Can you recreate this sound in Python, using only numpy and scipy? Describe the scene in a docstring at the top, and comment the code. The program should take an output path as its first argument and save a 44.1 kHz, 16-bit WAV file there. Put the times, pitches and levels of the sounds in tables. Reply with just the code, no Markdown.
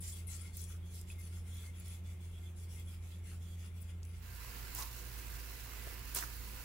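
"""Stirring and simmering sugar syrup

Sugar and water are stirred with a spatula in a nonstick pan: crystals grind on the metal and ring it faintly.
The scene dissolves into the same pan simmering: tiny bubbles sizzle, and flare up twice as syrup is pushed
over hot metal. Filtered random impulses make scrape and bubbles; gliding noise bands make swishes, short
noise bursts the pops and plops. Under both parts an appliance hums: sine lines over low filtered noise."""
import sys
import numpy as np
from scipy import signal
from scipy.fft import rfft, irfft, next_fast_len
from scipy.io import wavfile
from scipy.ndimage import map_coordinates

SR = 44100
rng = np.random.default_rng(int(sys.argv[2]) if len(sys.argv) > 2 else 0)


def log_audio(samples):
    """Write samples as a 16-bit WAV file to the path given in sys.argv[1]."""
    # one column per channel
    frames = np.atleast_2d(samples).T
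    # limit to full scale, then quantise
    limited = np.clip(frames, -1, 1)
    pcm = np.round(limited * 32767).astype(np.int16)
    wavfile.write(sys.argv[1], SR, pcm)


N = 292824

# Resonances of the pan while stirring: f/Hz, width/Hz, level over the plain scrape/dB
PAN_MODES = [(1378, 42, 9.5), (2116, 23, 3.5), (3302, 44, -5), (3460, 33, 1.5), (5000, 180, -11),
             (7300, 240, -6), (8300, 80, -7), (9310, 70, -5), (10230, 76, 4), (11200, 90, -2),
             (11500, 140, -3), (13050, 90, -1), (13980, 70, 4), (15550, 250, -1)]
# Resonances of the simmering pan: f/Hz, width/Hz, level over the plain bubbling/dB
HOLLOW_MODES = [(718, 15, 10), (991, 40, 0.5), (1256, 30, 5), (1400, 73, 0), (1594, 20, 5), (1740, 40, 4),
                (1988, 12, 11), (2117, 27, 6), (2590, 47, -2)]
# Directional radiation of the stirred pan: f/Hz, left-right level/dB
PAN_LEAN = [(600, 1), (1300, 4.5), (2300, 7), (3400, -2), (4600, 1), (6500, 0), (8500, 5), (10300, 11),
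            (12500, -11), (15000, 7)]


def amp(db):
    """Logarithmic level: 20 dB is a tenfold gain."""
    return 10 ** (np.asarray(db) / 20)


def unit(x):
    """Normalisation by mean power: rms 1, taken for a pair from the mean of its channels."""
    mid = np.atleast_2d(x).mean(0)
    return x / np.sqrt(np.mean(mid ** 2) + 1e-20)


def along(points, hz):
    """Interpolation of (f/Hz, value) points on a logarithmic frequency axis."""
    f, v = np.transpose(points)
    return np.interp(np.log(hz + 1), np.log(f + 1), v)


def curves(rows):
    """Linear interpolation in time: one value per sample for each column after t/s."""
    s, *cols = np.transpose(rows)
    return [np.interp(np.arange(N) / SR, s, c) for c in cols]


def wobble(rate):
    """Slow random modulation: a smooth curve through rate random knots a second."""
    knots = rng.standard_normal(int(N * rate / SR) + 4)
    return map_coordinates(knots, [np.arange(N) * rate / SR])


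def filtered(x, response):
    """Linear filtering: the spectrum of x times a response of frequency."""
    m = next_fast_len(N + SR // 2)
    spectrum = rfft(x, m) * response(np.fft.rfftfreq(m, 1 / SR))
    return irfft(spectrum, m)[..., :N]


def panned(x, side_db):
    """Interaural level difference: the left channel stands side_db above the right."""
    return x * amp(np.reshape([side_db, -side_db], (2, -1)) / 2)


def grains(rate, spread_db):
    """Shot noise: two trains of impulses at random times, with random sign and size."""
    hit = rng.random((2, N)) < rate / SR
    return hit * rng.standard_normal((2, N)) * amp(spread_db * rng.standard_normal((2, N)))


def voiced(pair, spectrum, modes=()):
    """Source-filter principle: a spectrum and resonant modes colour a pair of set interaural likeness."""
    # f/Hz, likeness of left and right (1: the same, 0: independent)
    likeness = [(60, 0.91), (130, 1), (290, 0.49), (640, 0.76), (1400, 0.38), (3100, 0.18), (7000, 0)]

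    def ring(f):
        return 1 + sum(amp(db) * 1j * f * w / (c * c - f * f + 1j * f * w) for c, w, db in modes)

    def response(f):
        turn = np.arccos(np.clip(along(likeness, f), -1, 1)) / 2
        return amp(along(spectrum, f)) * ring(f) * [np.cos(turn), np.sin(turn)]

    mid, side = filtered(pair, response)
    return unit(np.array([mid + side, mid - side]))


def mottled(pair, depth_db, knots_hz, rate):
    """Modal weighting: a moving source favours ever different partials, by a smooth random gain."""
    hz, t, z = signal.stft(pair, SR, nperseg=1024, noverlap=768)
    grid = np.meshgrid(hz / knots_hz, t * rate, indexing="ij")
    knots = rng.standard_normal(size=(3, 256, 256))
    fields = np.array([map_coordinates(k, grid, mode="mirror") for k in knots])
    field = (fields[:2] + fields[2]) / np.sqrt(2)  # partly shared by both ears
    gain = amp(depth_db * 2 * np.tanh(field / 2))  # no partial stands out without limit
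    return unit(signal.istft(z * gain, SR, nperseg=1024, noverlap=768)[1][:, :N])


def gesture(s, length, attack, t60):
    """Forced onset and free decay: rises from s, holds until length is over, then falls exponentially."""
    t = np.arange(N) / SR - s
    return np.clip(t / attack, 0, 1) * amp(-60 * np.clip((t - length) / t60, 0, 2))


def burst(envelope, hz, octaves):
    """Band-limited transient: noise around one pitch under an envelope, with centre peak 1."""
    size = len(envelope)
    f = np.fft.rfftfreq(size, 1 / SR)
    noise = rng.standard_normal((2, size)) + 1.04 * rng.standard_normal(size)  # partly shared by both ears
    band = np.exp(-.5 * (np.log2((f + 1) / hz) / octaves) ** 2)
    puff = envelope * irfft(rfft(noise) * band, size)
    return puff / np.abs(puff.mean(0)).max()


def kitchen():
    """Tonal and broadband background: slightly unsteady hum lines on a rumble, crossfaded between parts."""
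    # Appliance motor and mains lines: f/Hz, relative level stirring/dB, relative level simmering/dB
    hum = [(41.2, -79, -67), (56.4, -67, -48), (60.8, -63.5, -80), (84.7, -45.5, -85), (90.1, -62.5, -105),
           (113.8, -82, -64), (120.4, -78, -63), (168.8, -65, -83), (179.2, -65.5, -94), (241, -78, -77),
           (360.4, -77, -113)]
    # Background spectrum: f/Hz, relative density stirring/dB per Hz, relative density simmering/dB per Hz
    rumble = [(14, -22, -20), (31.3, -5, 2), (47, 1, 7), (75, -4.5, 1.5), (108, -9, 0), (131.5, -9, -1),
              (149, -12.5, -9.5), (187.5, -5, -6), (220, -19, -9), (300, -19.5, -9.5), (362, -17.5, -14.5),
              (364, -21, -6.5), (450, -20, -15.5), (479, -22.5, -7), (576, -26.5, -22.5), (945, -30, -14.5),
              (2900, -35.5, -15.5), (4970, -43.5, -31), (9000, -42, -38), (15000, -43, -41)]
    # t/s, share of the simmering part
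    dissolve = [(4.03, 0.0084), (4.22, 0.38), (4.5, 0.92)]
    # f/Hz, left-right level/dB
    room_lean = [(60, -2), (110, 0.5), (200, 1), (380, -5.5), (700, 0.5), (3000, -3.5)]
    t = np.arange(N) / SR
    late, = curves(dissolve)
    stirring_rumble = voiced(rng.standard_normal((2, N)), [(hz, db) for hz, db, _ in rumble])
    before = amp(-56.5) * stirring_rumble
    lumps_db = 1.22 * wobble(8)  # the rumble under the simmer comes in lumps
    simmering_rumble = voiced(rng.standard_normal((2, N)), [(hz, db) for hz, _, db in rumble])
    after = amp(-54.5 + lumps_db) * simmering_rumble
    for hz, stirring_db, simmering_db in hum:
        waver = np.sqrt(hz / 85)  # higher lines are less steady
        level = np.sqrt(2) * amp(0.65 * waver * wobble(4.0))
        line = level * np.sin(2 * np.pi * (hz * t + rng.random()) + 0.17 * waver * wobble(3.37))
        before = before + amp(stirring_db) * line
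        after = after + amp(simmering_db) * line
    room = (1 - late) * before + late * panned(after, side_db=-3.8)
    return filtered(room, lambda f: panned(0.95, along(room_lean, f)))


def squeak():
    """Stick-slip friction: the rubber edge sticks once and gives a short, almost pure chirp."""
    start_s, pitch_hz = 1.1008, 2560
    t = np.arange(N) / SR - start_s
    envelope = gesture(start_s, 0, attack=0.0012, t60=0.08)
    ring = envelope * np.sin(2 * np.pi * pitch_hz * t + .5 * wobble(200))
    return panned(amp(-50) * ring, side_db=4)


def swish():
    """Narrow-band noise on a gliding carrier: its pitch slides as the gap under the spatula changes."""
    # The edge squeezes the wet film: t/s, length/s, from f/Hz, to f/Hz, relative level/dB
    glides = [(.004, 0.028, 10800, 9300, -52.5), (0.04, 0.026, 5970, 7000, -61),
              (0.059, 0.045, 12000, 7500, -56), (0.117, 0.027, 6960, 10000, -57),
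              (0.268, 0.065, 11000, 7270, -54), (0.331, 0.04, 6400, 8240, -55.5),
              (0.407, 0.017, 7400, 9830, -55.5), (0.572, 0.037, 6370, 6080, -60.5),
              (.575, 0.027, 14400, 14000, -63), (0.608, .008, 10900, 10300, -57),
              (0.637, 0.014, 9000, 8400, -57), (.95, .025, 14100, 14000, -67),
              (1.183, 0.018, 12800, 11500, -61.5), (1.53, .025, 14000, 14000, -68),
              (3.806, 0.022, 15600, 14500, -63), (3.812, 0.017, 11500, 9000, -61.5),
              (4.772, 0.06, 8180, 5200, -59), (4.79, 0.047, 12200, 11500, -56),
              (6.205, .04, 8000, 5500, -61)]
    attack_s, t60_s, width_hz = 0.0027, 0.025, 1000
    t = np.arange(N) / SR
    flutter = filtered(rng.standard_normal((2, N)), lambda f: 1 / (1 + (f / width_hz) ** 2))
    slides = np.zeros(N)
    for s, length, from_hz, to_hz, db in glides:
        remaining = np.clip(1 - (t - s) / length, 0, 1)
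        hz = to_hz + (from_hz - to_hz) * remaining ** 2  # fast at first
        carrier = np.cos(2 * np.pi * np.cumsum(hz) / SR)
        slides += amp(db) * gesture(s, length, attack_s, t60_s) * carrier
    return panned(slides * unit(flutter), side_db=10.0)


def clicks():
    """Impulsive excitation: soft plops and taps in syrup; crystals crack and bubbles pop with a weaker ring."""
    # Plops and soft taps: t/s, peak level/dB, centre f/Hz, width/octaves, t60/s, left-right level/dB
    plops = [(.394, -56.5, 2270, .2, .041, 11), (.70, -61.5, 1350, .2, .12, 3),
             (.742, -60.5, 1350, .2, .08, 2), (1.1012, -51, 2700, 0.27, .02, 3),
             (1.37, -62, 1300, .25, 0.16, 3), (1.635, -62, 1350, .2, 0.15, 3),
             (2.93, -64, 1410, .25, .12, 3), (3.256, -61.5, 1850, 0.15, 0.3, 4),
             (3.315, -59.5, 1400, 0.2, 0.29, 5), (3.64, -62.5, 1400, .2, .25, 4),
             (4.785, -47, 1010, 0.17, 0.39, -1), (5.869, -45.5, 480, 0.7, 0.04, 6),
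             (6.161, -51, 330, 0.77, 0.16, -10), (6.2247, -38, 1750, 0.3, 0.022, -6),
             (6.2367, -37.5, 1320, 0.2, 0.02, 0)]
    # Cracks and pops: t/s, peak level/dB, centre f/Hz, t60 of the ring/s, left-right level/dB
    pops = [(0.5698, -30, 13100, .04, -1), (0.6174, -39.5, 10300, .02, 7), (0.6392, -41, 8600, .025, 3),
            (1.013, -41.5, 9000, 0.039, -1.5), (1.5698, -47, 8500, .02, 2), (1.7996, -42, 13000, .025, -3),
            (1.8708, -49, 7000, .015, -2), (1.881, -44, 13000, .015, -4), (2.7978, -46, 12000, .02, -2),
            (4.031, -47.5, 6000, .025, 0), (4.0514, -46, 8000, .03, 0), (4.3497, -47.5, 12000, .01, -3),
            (4.7497, -25.5, 12500, .012, -4), (4.7815, -41, 5000, .03, -3), (4.7882, -36, 7500, .012, -2),
            (4.823, -38.5, 4700, .05, -10), (5.0511, -45, 9000, .01, -4), (5.302, -41, 13000, .012, -2.5),
            (5.4622, -40, 14000, .012, -3), (5.8388, -41, 10000, .01, -1.5), (5.8902, -45, 12000, .01, -4),
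            (6.147, -31, 11000, .02, 2), (6.149, -24, 12500, .015, 0), (6.159, -29, 11000, .015, -4),
            (6.162, -23, 11000, 0.021, -3.5), (6.1723, -25, 11000, .03, -1), (6.1873, -33, 6000, .015, -5),
            (6.208, -35, 11000, .04, -4.5), (6.3676, -39, 13000, .015, -3)]
    crack_t60_s, ring_db, pop_octaves = .0045, -12.5, 0.56
    out = np.zeros((2, N + SR))
    t = np.arange(SR // 8) / SR
    rise = 1 - np.exp(-t / 0.00028)
    for s, db, hz, octaves, t60, side_db in plops:
        plop = burst(rise * amp(-60 * t / t60), hz, octaves)
        out[:, round(s * SR):][:, :len(t)] += panned(amp(db) * plop, side_db)
    for s, db, hz, t60, side_db in pops:
        crack = rise * (amp(-60 * t / crack_t60_s) + amp(ring_db - 60 * t / t60))
        pop = burst(crack, hz, pop_octaves)
        out[:, round(s * SR):][:, :len(t)] += panned(amp(db) * pop, side_db)
    return out[:, :N]


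def flares():
    """Flash boiling: syrup turns to steam on dry metal; fine hiss swells first, coarser bubbles more slowly."""
    # Syrup meets hot metal: t/s, hiss rise/s, hold after that rise/s, hiss t60/s,
    # relative levels of hiss/dB, coarser hiss/dB, sputter/dB
    contacts = [(4.735, 0.024, 0.06, 0.33, -47, -56.5, -56.5),
                (6.143, 0.014, 0.029, 0.48, -43.5, -46, -51.5)]
    # Spectra of hiss, coarser hiss and sputter: f/Hz, relative density/dB per Hz
    hiss_spectrum = [(3000, -11.5), (6000, -2), (8500, -3), (11000, 0), (13000, -0.5), (15300, 4)]
    coarse_spectrum = [(1500, -35), (2800, -2.5), (4000, 0.5), (5500, 3), (7500, 2.5), (11000, -11)]
    sputter_spectrum = [(200, -5), (450, -3), (700, -5), (1050, 3.5), (1600, -2.5), (2800, -2.5),
                        (4500, -42)]
    t = np.arange(N) / SR
    hiss, coarse, sputter = np.zeros((3, N))
    for s, rise, hold, t60, hiss_db, coarse_db, sputter_db in contacts:
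        swell = np.clip((t - s) / rise, 0, 1)
        growth = np.clip((t - s) / (1.25 * rise), 0, 1)  # bigger bubbles take longer to form
        fall_db = -60 * np.maximum(t - s - rise - hold, 0) / t60
        hiss += swell * amp(hiss_db + fall_db)
        coarse += growth * amp(coarse_db + 2.1 * fall_db)  # the coarser hiss dies away sooner
        sputter += growth * amp(sputter_db + fall_db)
    steam = hiss * voiced(grains(rate=8000, spread_db=0.5), hiss_spectrum)
    steam = steam + coarse * voiced(grains(rate=3100, spread_db=1.0), coarse_spectrum)
    spits = sputter * voiced(grains(rate=2800, spread_db=2.2), sputter_spectrum, HOLLOW_MODES)
    return panned(amp(0.61 * wobble(130)) * (steam + spits), side_db=-5.5)


def bubbles(count):
    """Bubble oscillation: damped blips that climb in pitch, scattered at random in time and between the ears."""
    typical_hz, life_cycles, climb = 1750, 17, 0.11
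    t = np.arange(SR // 40) / SR
    start = rng.integers(0, N, (count, 1))
    pitch, size, place = rng.standard_normal((count, 3)).T[..., None]
    cycles = typical_hz * 2 ** (0.9 * np.tanh(pitch)) * t  # within 0.9 octave of the typical pitch
    age = np.minimum(cycles / life_cycles, 2)
    envelope = amp(3 * size - 60 * age) * (1 - np.exp(-cycles))
    blips = envelope * np.sin(2 * np.pi * cycles * (1 + climb * age))
    index = (start + np.arange(len(t))).ravel()
    ears = [np.bincount(index, (blips * (1 + ear * place)).ravel(), N)[:N] for ear in (1, -1)]
    return unit(np.array(ears))


def sizzle():
    """Superposed bubble bursts: the smallest make fizz; larger ones excite the hollow of the pan."""
    # Spectra of the smallest and the larger bubbles: f/Hz, relative density/dB per Hz
    fizz_spectrum = [(1760, -30), (3000, -14), (3470, -8.5), (4100, -3.5), (4780, -4), (5690, -4.5),
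                     (7100, -6), (8200, -9), (10500, -3), (11700, -3.5), (13000, -2.5), (15600, 0)]
    bubbling_spectrum = [(350, -24), (600, 2.5), (724, -6), (786, -11), (969, 4), (1280, -6), (1430, 5),
                         (1900, 1), (2070, 1.5), (2800, 4.5), (3600, -13), (4680, -39), (7920, -120)]
    # Larger bubbles come and go: t/s, relative level/dB
    boil_levels = [(4.47, -59), (4.63, -60), (4.95, -63), (5.25, -61), (5.65, -60), (5.95, -60),
                   (6.1, -60.5), (6.4, -63.5), (6.6, -61.5)]
    # The sizzle fades in: t/s, gain
    fade_in = [(4.12, 0), (4.215, .16), (4.23, .4), (4.46, 1)]
    # f/Hz, left-right level/dB
    fizz_lean = [(3400, -5), (4700, -7.5), (6000, -4.5), (7000, -8), (8000, -14.5), (8900, 1), (11400, 0.5),
                 (12500, -2.5), (15000, -4.5)]
    bubbling_db, = curves(boil_levels)
    boil = wobble(22)  # the boil surges
    fizz = voiced(grains(rate=11000, spread_db=0.8), fizz_spectrum)
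    bubbling = voiced(grains(rate=5500, spread_db=1.0), bubbling_spectrum, HOLLOW_MODES)
    fizz = mottled(fizz, depth_db=2.2, knots_hz=150, rate=14)
    bubbling = mottled(bubbling, depth_db=2.3, knots_hz=140, rate=16)
    crackle = voiced(grains(rate=420, spread_db=1.2), fizz_spectrum)  # sparser snaps out of the fizz
    fizz = unit(fizz + amp(-12) * crackle)
    bubbling = unit(bubbling + amp(-8) * bubbles(count=2200))
    flicker = amp(0.53 * wobble(170) + 0.55 * wobble(50))
    fizz = amp(-53 + .5 * boil) * flicker * fizz
    fizz = filtered(fizz, lambda f: panned(0.99, along(fizz_lean, f)))
    bubbling = panned(amp(bubbling_db + 0.45 * boil) * bubbling, side_db=-2.5)
    entry, = curves(fade_in)
    return entry * (fizz + bubbling)


def singing():
    """Friction-driven resonance: where the edge catches, it keeps neighbouring modes of the pan ringing."""
    # Register name: lowest f/Hz, highest f/Hz
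    registers = {"low": (1800, 2600), "mid": (3000, 4000), "high": (9800, 10700)}
    # The edge catches: t/s, length/s, register, relative level/dB
    catches = [(0.173, 0.048, "low", -67.5), (0.279, 0.032, "low", -64), (0.45, 0.044, "low", -67),
               (0.928, 0.052, "low", -73.5), (1.165, 0.057, "low", -69), (1.34, 0.062, "low", -74),
               (1.638, .06, "low", -66), (1.94, 0.05, "low", -72), (2.424, .04, "low", -71),
               (2.756, .05, "low", -72), (3.09, .04, "low", -72), (3.904, .04, "low", -76),
               (0.12, 0.064, "mid", -66), (.38, 0.032, "mid", -69), (0.603, 0.051, "mid", -67),
               (.71, .025, "mid", -75), (.82, 0.16, "mid", -74), (1.095, .03, "mid", -71),
               (1.32, .04, "mid", -70), (1.518, 0.13, "mid", -66.5), (1.73, .03, "mid", -68.5),
               (1.85, .09, "mid", -69.5), (2.05, .03, "mid", -76), (2.196, .05, "mid", -75),
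               (2.33, 0.059, "mid", -70.5), (2.428, 0.053, "mid", -68.5), (2.685, 0.044, "mid", -75),
               (2.777, .05, "mid", -68), (2.862, 0.044, "mid", -68), (3.108, .04, "mid", -68.5),
               (3.405, 0.14, "mid", -72), (3.577, .05, "mid", -82), (0.266, .016, "high", -60),
               (0.603, .03, "high", -59), (0.89, 0.051, "high", -72), (1.083, 0.038, "high", -69),
               (1.227, 0.043, "high", -66), (1.333, .06, "high", -75), (1.57, 0.097, "high", -74),
               (1.761, .05, "high", -66.5), (1.875, 0.084, "high", -71), (2.555, .08, "high", -72),
               (2.85, .04, "high", -68), (3.255, 0.065, "high", -72), (3.64, 0.037, "high", -72)]
    attack_s, t60_s = 0.011, 0.056
    out = np.zeros((2, N))
    for name, (low, high) in registers.items():
        friction = rng.standard_normal((2, N)) + 0.64 * rng.standard_normal(N)
        modes = [(hz, width) for hz, width, _ in PAN_MODES if low < hz < high]
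        tone = filtered(friction, lambda f: sum(1 / (1 + ((f - hz) / width) ** 2) for hz, width in modes))
        drive = np.zeros(N)
        for s, length, register, db in catches:
            if register == name:
                drive += amp(db) * gesture(s, length, attack_s, t60_s)
        out += drive * unit(tone)
    return filtered(out, lambda f: panned(0.88, along(PAN_LEAN, f)))


def stirring():
    """Granular friction: strokes grind crystals on the pan, whose ringing varies as the spatula travels."""
    # Pushes of the spatula: t/s, length/s, relative levels of gritty hiss/dB and pan body/dB,
    # left-right level of the grit/dB
    strokes = [(0.0, 0.1, -53, -67.5, -5.5), (0.116, 0.08, -59.5, -67, 2), (0.261, 0.099, -57, -66.5, -1),
               (0.367, 0.11, -62.5, -67.5, 0.5), (0.516, 0.12, -58.5, -71.5, 0),
               (0.657, 0.07, -60.5, -68, 1), (0.825, 0.092, -69, -80, -1), (0.903, 0.088, -60, -78, -3.5),
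               (1.056, 0.065, -61.5, -67.5, -2), (1.168, 0.11, -63.5, -70.5, -2),
               (1.293, 0.093, -64, -68.5, -0.5), (1.434, 0.091, -64.5, -69, -2.5),
               (1.518, 0.15, -61.5, -68, -1.5), (1.723, 0.1, -65.5, -69, -1), (1.821, 0.13, -62, -67.5, -2),
               (2.021, 0.11, -68, -70.5, -3), (2.18, 0.09, -67.5, -74, -1), (2.29, 0.12, -70.5, -77, -5),
               (2.394, 0.1, -69.5, -75, -4), (2.546, 0.092, -63.5, -73.5, -2),
               (2.667, 0.14, -63.5, -70, -1.5), (2.85, 0.097, -65, -69, -2), (3, 0.16, -67.5, -73, -7),
               (3.226, 0.11, -63, -70, -2), (3.387, 0.16, -67.5, -75, -5.5), (3.558, 0.11, -65.5, -68, -1),
               (3.73, 0.12, -68.5, -74.5, -1), (3.861, 0.047, -68, -67.5, 2), (4.01, 0.1, -69.5, -80, -3),
               (4.11, 0.087, -69.5, -73.5, -5)]
    # Spectra of crystals on the coating and of the pan body: f/Hz, relative density/dB per Hz
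    grit_spectrum = [(2000, -24), (3000, -9.5), (3500, -7.5), (4100, -4), (5500, -3), (7300, -0.5),
                     (8800, -2), (10300, -1), (11700, -4), (12500, -13.5), (14000, -7), (15500, -9.5)]
    body_spectrum = [(400, -29), (800, -8), (1400, -9.5), (1800, -5), (2350, 1.5), (2850, -1.5),
                     (3500, -1.5), (4200, -17), (7000, -45)]
    attack_s, release_t60_s = 0.042, 0.26  # a push builds up, then the spatula coasts
    slips = amp(0.7 * wobble(61))  # the edge catches and slips on the crystals
    # powers, starting from the light contact between pushes
    grinding = np.full((2, N), amp(-83) ** 2)
    ringing = np.full(N, amp(-76) ** 2)
    for s, length, grit_db, body_db, side_db in strokes:
        push = gesture(s, length, attack_s, release_t60_s)
        grinding += panned(amp(grit_db) * push, side_db) ** 2
        ringing += (amp(body_db) * push) ** 2
    grit = voiced(grains(rate=12000, spread_db=0.0), grit_spectrum, PAN_MODES)
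    body = voiced(grains(rate=6000, spread_db=0.0), body_spectrum, PAN_MODES)
    grit = mottled(grit, depth_db=4.4, knots_hz=330, rate=16)
    body = mottled(body, depth_db=3.6, knots_hz=200, rate=18)
    scrape = slips * np.sqrt(grinding) * grit + np.sqrt(ringing) * body
    fade_out, = curves([(4.15, 1), (4.35, 0)])
    return fade_out * filtered(scrape, lambda f: panned(1, along(PAN_LEAN, f)))


def scene():
    """Linear superposition: the kitchen background and every sound of the pan add."""
    details = squeak() + swish() + clicks()
    simmering = flares() + sizzle()
    return kitchen() + details + simmering + singing() + stirring()


def record(dry):
    """Ideal low-pass filter: only components below 15790 Hz remain."""
    return filtered(dry, lambda hz: hz < 15790)


dry = scene()
out = record(dry)
log_audio(out)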